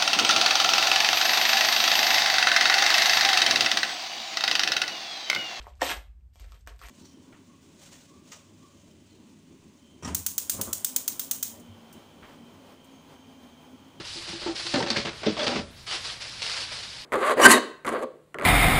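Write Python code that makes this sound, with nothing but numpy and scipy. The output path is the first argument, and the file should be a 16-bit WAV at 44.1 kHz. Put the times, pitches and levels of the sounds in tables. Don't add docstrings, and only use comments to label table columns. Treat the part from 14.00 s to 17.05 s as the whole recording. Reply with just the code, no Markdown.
import sys
import numpy as np
from scipy import signal
from scipy.fft import rfft, irfft, next_fast_len
from scipy.io import wavfile
from scipy.ndimage import uniform_filter1d, map_coordinates

SR = 44100
rng = np.random.default_rng(int(sys.argv[2]) if len(sys.argv) > 2 else 0)


def magnitude_from_level(level_db):
    exponent = np.asarray(level_db, float) / 20
    return 10 ** exponent


def wav_record(signal):
    frames = np.transpose(np.atleast_2d(signal))
    bounded = np.clip(frames, -1, 1)
    quanta = np.round(bounded * 32767).astype(np.int16)
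    wavfile.write(sys.argv[1], SR, quanta)


N = 134505

# start in seconds, peak level in dB.
SHARP_CONTACTS = [
    (0.7408, -15),
    (0.9035, -7),
    (2.4215, -20),
    (2.4995, -21),
]


def unit(x):
    return x / np.sqrt(np.mean(x ** 2) + 1e-20)


def along(points, hz):
    f, v = np.transpose(points)
    return np.interp(np.log(hz + 1), np.log(f + 1), v)


def envelope(rows):
    s, db = np.transpose(rows)
    return magnitude_from_level(np.interp(np.arange(N) / SR, s, db, left=-120, right=-120))


def wobble(rate):
    knots = rng.standard_normal(int(N * rate / SR) + 4)
    return map_coordinates(knots, [np.arange(N) * rate / SR])


def filtered(x, response):
    m = next_fast_len(len(x) + 4096)
    return irfft(rfft(x, m) * response(np.fft.rfftfreq(m, 1 / SR)), m)[:len(x)]


def coloured(x, spectrum, dull_db=0):
    def response(hz):
        octaves = np.log2(np.clip(hz, 500, 4500) / 3000)
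        return magnitude_from_level(along(spectrum, hz) - dull_db * octaves)
    return unit(filtered(x, response))


def grains(per_s, spread_db, clump_db):
    on = rng.random(N) < per_s / SR
    sign = rng.choice([-1, 1], N)
    size_db = spread_db * rng.exponential(size=N).clip(0, 4)
    return unit(on * sign * magnitude_from_level(size_db + clump_db * wobble(60)))


def patchy(x, patchy_db):
    z = signal.stft(x, nperseg=256)[2]
    field = uniform_filter1d(rng.standard_normal(z.shape), size=4, axis=0)
    field = uniform_filter1d(field, size=5, axis=1)
    return signal.istft(z * magnitude_from_level(patchy_db * unit(field)), nperseg=256)[1][:N]


def add(track, s, sound):
    at = round(s * SR)
    track[at:at + len(sound)] += sound[:len(track) - at]


def ring(modes, t, push_s, rough):
    out = 0
    for hz, db, t60 in modes:
        size, phase = (np.interp(t * 70, np.arange(40), knots) for knots in rng.standard_normal((2, 40)))
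        decay_db = -60 * np.clip(t - push_s, 0, 1) / t60 - 130 * np.minimum(t, push_s)
        tone = np.sin(2 * np.pi * (hz * t + rng.random()) + rough * phase)
        out = out + magnitude_from_level(db + decay_db + 2 * size) * tone
    return out * (1 - np.exp(-t / 0.00053))


def knocks():
    # start in seconds, levels of basin, drawer bottom and drawer walls in dB, push in seconds.
    pushes = [(0.0, -39, -36, -42, 0.01), (0.157, -39, -51, -44.5, 0.05), (0.276, -46.5, -51, -41, 0.071),
              (0.328, -41, -39.5, -36, 0.02), (0.421, -53, -51, -41, 0.06), (0.463, -31, -46, -38, 0.061),
              (0.652, -43.5, -54, -60, 0.11), (0.738, -30, -30, -20, 0.062), (0.804, -38, -31, -43, 0.028),
              (0.84, -33, -41, -25, 0.057), (0.915, -38, -38, -31, 0.051), (0.967, -37, -28.5, -28, 0.034),
              (1.044, -39, -35.5, -34, 0.045), (1.069, -40.5, -39.5, -50, 0.037),
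              (1.217, -45, -48, -41, 0.1), (1.264, -27.5, -27.5, -27.5, 0.04),
              (1.469, -57, -33.5, -24.5, 0.066), (1.509, -38.5, -33.5, -49, 0.032),
              (1.556, -37, -31, -49, 0.029), (1.594, -55, -34.5, -28.5, 0.011)]
    # frequency in Hz, level in dB, t60 in seconds.
    basin = [(340.7, 6, 0.047), (886, -8.5, 0.053)]
    bottom = [(93, -6, 0.103), (150.4, -3.5, 0.053), (222.5, 0.5, 0.027), (255, -2.5, 0.045),
              (432, -3, 0.068)]
    walls = [(566.7, -1, 0.27), (657, -9, 0.41), (779, -6, 0.055), (980, -34, 0.028), (1350, -8.5, 0.25),
             (1730, -22, 0.072)]
    # start in seconds, level in dB, frequency in Hz, t60 in seconds.
    shut = (1.58, -37.5, 85, 1.0)
    out, t = np.zeros(N), np.arange(SR // 5) / SR
    for s, basin_db, bottom_db, walls_db, push_s in pushes:
        knock = magnitude_from_level(basin_db - 4) * ring(basin, t, push_s, rough=0.055)
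        knock += magnitude_from_level(bottom_db - 4) * ring(bottom, t, push_s, rough=0.97)
        knock += magnitude_from_level(walls_db - 9) * ring(walls, t, push_s, rough=0.95)
        add(out, s, knock)
    s, db, boom_hz, t60 = shut
    add(out, s, magnitude_from_level(db) * ring([(boom_hz, 0, t60)], np.arange(SR // 2) / SR, 0.03, rough=0.05))
    return filtered(out, lambda hz: hz ** 4 / (hz ** 4 + 65 ** 4))


def pings(rows):
    out, t = np.zeros(N), np.arange(SR // 8) / SR
    for s, hz, db, swell_s in rows:
        u = t / swell_s
        add(out, s, magnitude_from_level(db) * u * np.exp(1 - u) * np.sin(2 * np.pi * hz * t))
    return out


def thuds():
    # start in seconds, frequency in Hz, peak level in dB, swell in seconds.
    favoured = [(.158, 337, -36.5, 0.015), (.327, 340.5, -33.5, 0.013), (.46, 366, -28, 0.0046),
                (.473, 326, -28.5, .012), (.463, 883, -36, 0.01), (.49, 780, -40, 0.017),
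                (.295, 180, -40, 0.0057), (1.935, 344, -43.5, 0.014), (2.716, 620, -38, 0.0032),
                (.741, 569.5, -23, 0.012), (.743, 229, -18.5, 0.0025), (.757, 275, -23, 0.0078),
                (.78, 505, -25, 0.0044), (.803, 908, -25.5, 0.0032), (.83, 194, -27.5, 0.0042),
                (.865, 552, -36.5, 0.016), (.903, 228, -27.5, 0.011), (.957, 557, -28.5, 0.007),
                (1.228, 385, -44, 0.0053), (1.262, 428, -22, 0.0079), (1.267, 223, -23.5, 0.0062),
                (1.27, 582, -21.5, 0.004), (1.279, 320.6, -17.5, 0.005), (1.3, 469, -33, 0.0056),
                (1.318, 192, -33, 0.0074), (1.385, 601, -27, 0.0086), (1.42, 606, -32.5, 0.0055),
                (1.555, 220, -25.5, .009), (1.59, 225, -27, 0.0064)]
    return pings(favoured)


def cracks(rows, spectrum, gain_db, tick, peak_db):
    out, t = np.zeros(N), np.arange(SR // 6) / SR
    for s, db, dull_db, t60, peak_hz in rows:
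        def resonance(hz):
            return 1 + magnitude_from_level(peak_db) / (1 + ((hz - peak_hz) / (0.066 * peak_hz)) ** 2)
        noise = filtered(rng.standard_normal(len(t)), resonance)
        flutter = np.interp(t * 300, np.arange(60), rng.standard_normal(60))
        noise = coloured(noise * magnitude_from_level(3.5 * np.clip(t / 0.012, 0, 1) * flutter), spectrum, dull_db)
        decay = magnitude_from_level(-60 * t / t60) + tick * magnitude_from_level(-60 * t / 0.002)
        add(out, s, magnitude_from_level(db + gain_db) * noise * decay * (1 - np.exp(-t / 0.00051)))
    return out


def clacks():
    # start in seconds, peak level in dB, dullness in dB per octave, t60 in seconds, resonance in Hz.
    hits = [(0.4164, -29, 4, 0.22, 1350), (0.462, -25.5, 6, 0.3, 1300), (0.5944, -24, 0, 0.1, 4440),
            (0.6666, -16.5, -1, 0.04, 3920), (0.7402, -14.5, 2, 0.23, 1750),
            (0.8086, -18.5, 9.5, 0.15, 900), (0.8252, -18.5, 0.5, 0.13, 1630),
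            (0.8626, -21, 1.5, 0.13, 1710), (0.882, -21, -2, 0.13, 4340), (0.9018, -17, 0, 0.28, 4470),
            (0.9612, -16.5, -1.5, 0.27, 2210), (0.9958, -32.5, -9, 0.3, 4200), (1.05, -20, 0, 0.11, 3000),
            (1.0699, -23, 2, 0.25, 1540), (1.2319, -21.5, 4.5, 0.21, 1440), (1.263, -18.5, 0.5, 0.11, 3550),
            (1.3676, -20.5, 5, 0.069, 1130), (1.3932, -16.5, 2, 0.14, 3400),
            (1.4314, -22, -16, 0.086, 3270), (1.4665, -15.5, -0.5, 0.1, 4500), (1.5092, -23, 6, 0.17, 910),
            (1.558, -18.5, 4, 0.12, 2670)]
    # frequency in Hz, density in dB per Hz.
    plastic = [(100, -28), (400, -2), (700, -2), (1500, -1), (4600, -0.5), (6500, -13), (9000, -23),
               (14000, -23)]
    return cracks(hits, plastic, gain_db=-8, tick=0.44, peak_db=-4)


def ticks():
    out, t = np.zeros(N), np.arange(200) / SR
    for s, db in SHARP_CONTACTS:
        decay = magnitude_from_level(db + 4 - 60 * t / 0.0018)
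        add(out, s, decay * np.sin(2 * np.pi * 4600 * t) * np.clip(t / 0.0001, 0, 1))
    return out


def rattle():
    # start in seconds, frequency in Hz, peak level in dB, swell in seconds.
    caps = [(.562, 4700, -47, .002), (.666, 4030, -29, .002), (.9052, 4200, -11, 0.00031),
            (.9068, 4500, -19, .0012), (.9175, 5360, -26, 0.00082), (.9615, 1670, -24, .0012),
            (.9655, 2120, -25.5, 0.0014), (.746, 4310, -27.5, 0.0019), (.758, 4090, -24, 0.0017),
            (.995, 4740, -27, 0.00068), (1.367, 3360, -30, 0.00086), (1.369, 1170, -32.5, 0.0022),
            (1.394, 3300, -24, 0.0011), (1.409, 3540, -32, 0.0012), (1.415, 3470, -24, .002),
            (1.433, 3200, -24, 0.0011), (1.47, 3180, -21, 0.0013)]
    return pings(caps)


def slide():
    # time in seconds, level in dB.
    pressure = [(1.36, -75), (1.375, -37.5), (1.4, -36.5), (1.445, -31), (1.46, -36), (1.48, -32),
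                (1.59, -36.5), (1.64, -53)]
    # centre in Hz, width in Hz, level in dB.
    resonances = [(245, 30, -3.5), (574, 31, 2), (1300, 180, -25)]
    # frequency in Hz, density in dB per Hz.
    hiss = [(60, -42), (120, -12), (500, -1), (1460, -8), (4900, -7.5), (7000, -23), (14000, -35)]

    def shell(f):
        total = 0
        for k, (centre, width, db) in enumerate(resonances):
            damping = 1j * f * width
            total = total + (-1) ** k * magnitude_from_level(db) * damping / (centre ** 2 - f ** 2 + damping)
        return total

    slips = grains(per_s=710, spread_db=4, clump_db=-5.5) + 1.5 * rng.standard_normal(N)
    return envelope(pressure) * (magnitude_from_level(3) * coloured(slips, hiss) + magnitude_from_level(-2) * unit(filtered(slips, shell)))


def towel():
    # start in seconds, length in seconds, level in dB, swell in dB,
    # dullness from 0 to 1.
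    strokes = [(-.02, 0.086, -37, -10.5, 0.84), (0.042, 0.15, -41.5, 5, 0.26), (0.207, 0.13, -42, 6, 0.52),
               (0.348, 0.041, -46, 1.5, 0.65), (0.393, 0.089, -42.5, 5.5, 0.5),
               (0.492, 0.026, -54, 10, 0.2), (0.546, 0.26, -35.5, 2, 0.41), (1.096, 0.19, -48, 6.5, 0.78),
               (1.25, 0.11, -40, -2, 0.86), (1.755, 0.088, -54, 1.5, 0.1), (1.861, 0.09, -37, 8.5, 0.71),
               (1.969, 0.071, -44.5, 7, 0.5), (2.041, 0.088, -34.5, -1.5, 0.52),
               (2.153, 0.12, -48.5, -4, 0.8), (2.199, 0.232, -41, 2, 0.49), (2.415, 0.13, -35.5, 3.5, 0.54),
               (2.556, 0.085, -35, 1.5, 0.52), (2.656, 0.059, -45.5, 6.5, 0.66),
               (2.714, 0.092, -36.5, 0.5, 0.51), (2.823, 0.21, -40, -1.5, 0.48)]
    # frequency in Hz, density in dB per Hz.
    paper = [(150, -26), (500, -7.5), (1800, -0.5), (3100, 1.5), (4900, 0), (6500, -12), (9500, -18),
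             (14000, -34.5)]
    # start in seconds, peak level in dB.
    snaps = [
        (1.912, -11),
        (2.1002, -18),
        (2.4193, -10),
        (2.464, -11.5),
        (2.4972, -10.5),
        (2.575, -16),
        (2.7194, -21),
    ]
    attack_s, release_s = 0.012, 0.026
    t = np.arange(N) / SR
    rub = rng.standard_normal(N) * magnitude_from_level(0.17 * wobble(140))
    fibres = patchy(rub + magnitude_from_level(-10) * grains(per_s=4100, spread_db=5, clump_db=5.5), patchy_db=1.3)
    thin, full = coloured(fibres, paper, dull_db=-13.5), coloured(fibres, paper, dull_db=2)
    out = np.zeros(N)
    for s, length, db, swell_db, dull in strokes:
        rise = np.clip((t - s) / attack_s, 0, 1)
        fall = np.exp(-np.clip(t - s - length, 0, 1) / release_s)
        level = magnitude_from_level(db + swell_db * np.clip((t - s) / length, 0, 1))
        out += level * rise * fall * ((1 - dull) * thin + dull * full)
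    out = out * magnitude_from_level(0.6 * wobble(30).clip(-1.5, 1.5))
    creases = [(s, db, 1, 0.025, 3000) for s, db in snaps]
    return out + cracks(creases, paper, gain_db=-12.5, tick=0.6, peak_db=4)


def room(x):
    # frequency in Hz, t60 in seconds.
    reverberation = [(150, 0.43), (3000, 0.19), (12000, 0.54)]
    out, step = np.zeros(N), SR // 5
    for at in range(0, N, step):
        hz, t, z = signal.stft(rng.standard_normal(SR // 2), SR, nperseg=256)
        decay = magnitude_from_level(-60 * t / along(reverberation, hz)[:, None])
        tail = signal.istft(z * decay, SR, nperseg=256)[1]
        echo = signal.fftconvolve(x[at:at + step], tail / np.linalg.norm(tail))
        add(out, at / SR + 0.004, echo)
    return out


def air():
    # frequency in Hz, density in dB per Hz.
    background = [(15, -18), (40, -7.5), (87, -5), (220, -13.5), (400, -19), (4000, -19.5), (6500, -29.5),
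                  (15000, -30.5)]
    # frequency in Hz, level in dB.
    tones = [(85, -76), (118, -55.5)]
    t = np.arange(N) / SR
    hum = 0
    for hz, db in tones:
        hum = hum + magnitude_from_level(db + 1.3 * wobble(6.2)) * np.sin(2 * np.pi * hz * t + 2 * wobble(16))
    level = magnitude_from_level(-50 + 0.21 * wobble(4.4).clip(-1, 1))
    return level * coloured(rng.standard_normal(N), background) + hum


def scene():
    hollow = knocks() + thuds()
    bright = clacks() + ticks() + rattle() + slide() + towel()
    answer = magnitude_from_level(-8.5) * room(bright + magnitude_from_level(-1.5) * hollow)
    return (hollow + bright + answer + air())[None]


def starved(dry, size, spare_db=0):
    # frequency in Hz, level in dB to the moment's mean bin.
    floor = [(5000, -47), (6900, -22), (9900, -20), (10200, -12), (12000, -9), (14500, -7)]
    hz, _, z = signal.stft(dry, SR, nperseg=size, window="cosine")
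    power = np.abs(z) ** 2
    weight = 0.7 + 2.5 * (hz < 1000)
    loudness = (power * weight[:, None]).mean(1, keepdims=True)
    kept = power > loudness * magnitude_from_level(2 * along(floor, hz) + 2 * spare_db)[:, None]
    return signal.istft(z * kept, SR, nperseg=size, window="cosine")[1][:, :N]


def roll_off(x):
    return signal.sosfilt(signal.butter(12, 15700, fs=SR, output="sos"), x)


def record(dry):
    t = np.arange(N) / SR
    reach_s = 0.0085
    short = 0
    for s, _ in SHARP_CONTACTS[:2]:
        short = short + np.clip(2 - 2 * np.abs(t - s - 0.003) / reach_s, 0, 1)
    brief = starved(dry, size=256, spare_db=-4.5)
    mix = (1 - short) * starved(dry, size=2048) + short * brief
    return roll_off(mix)


dry = scene()
out = record(dry)
wav_record(out)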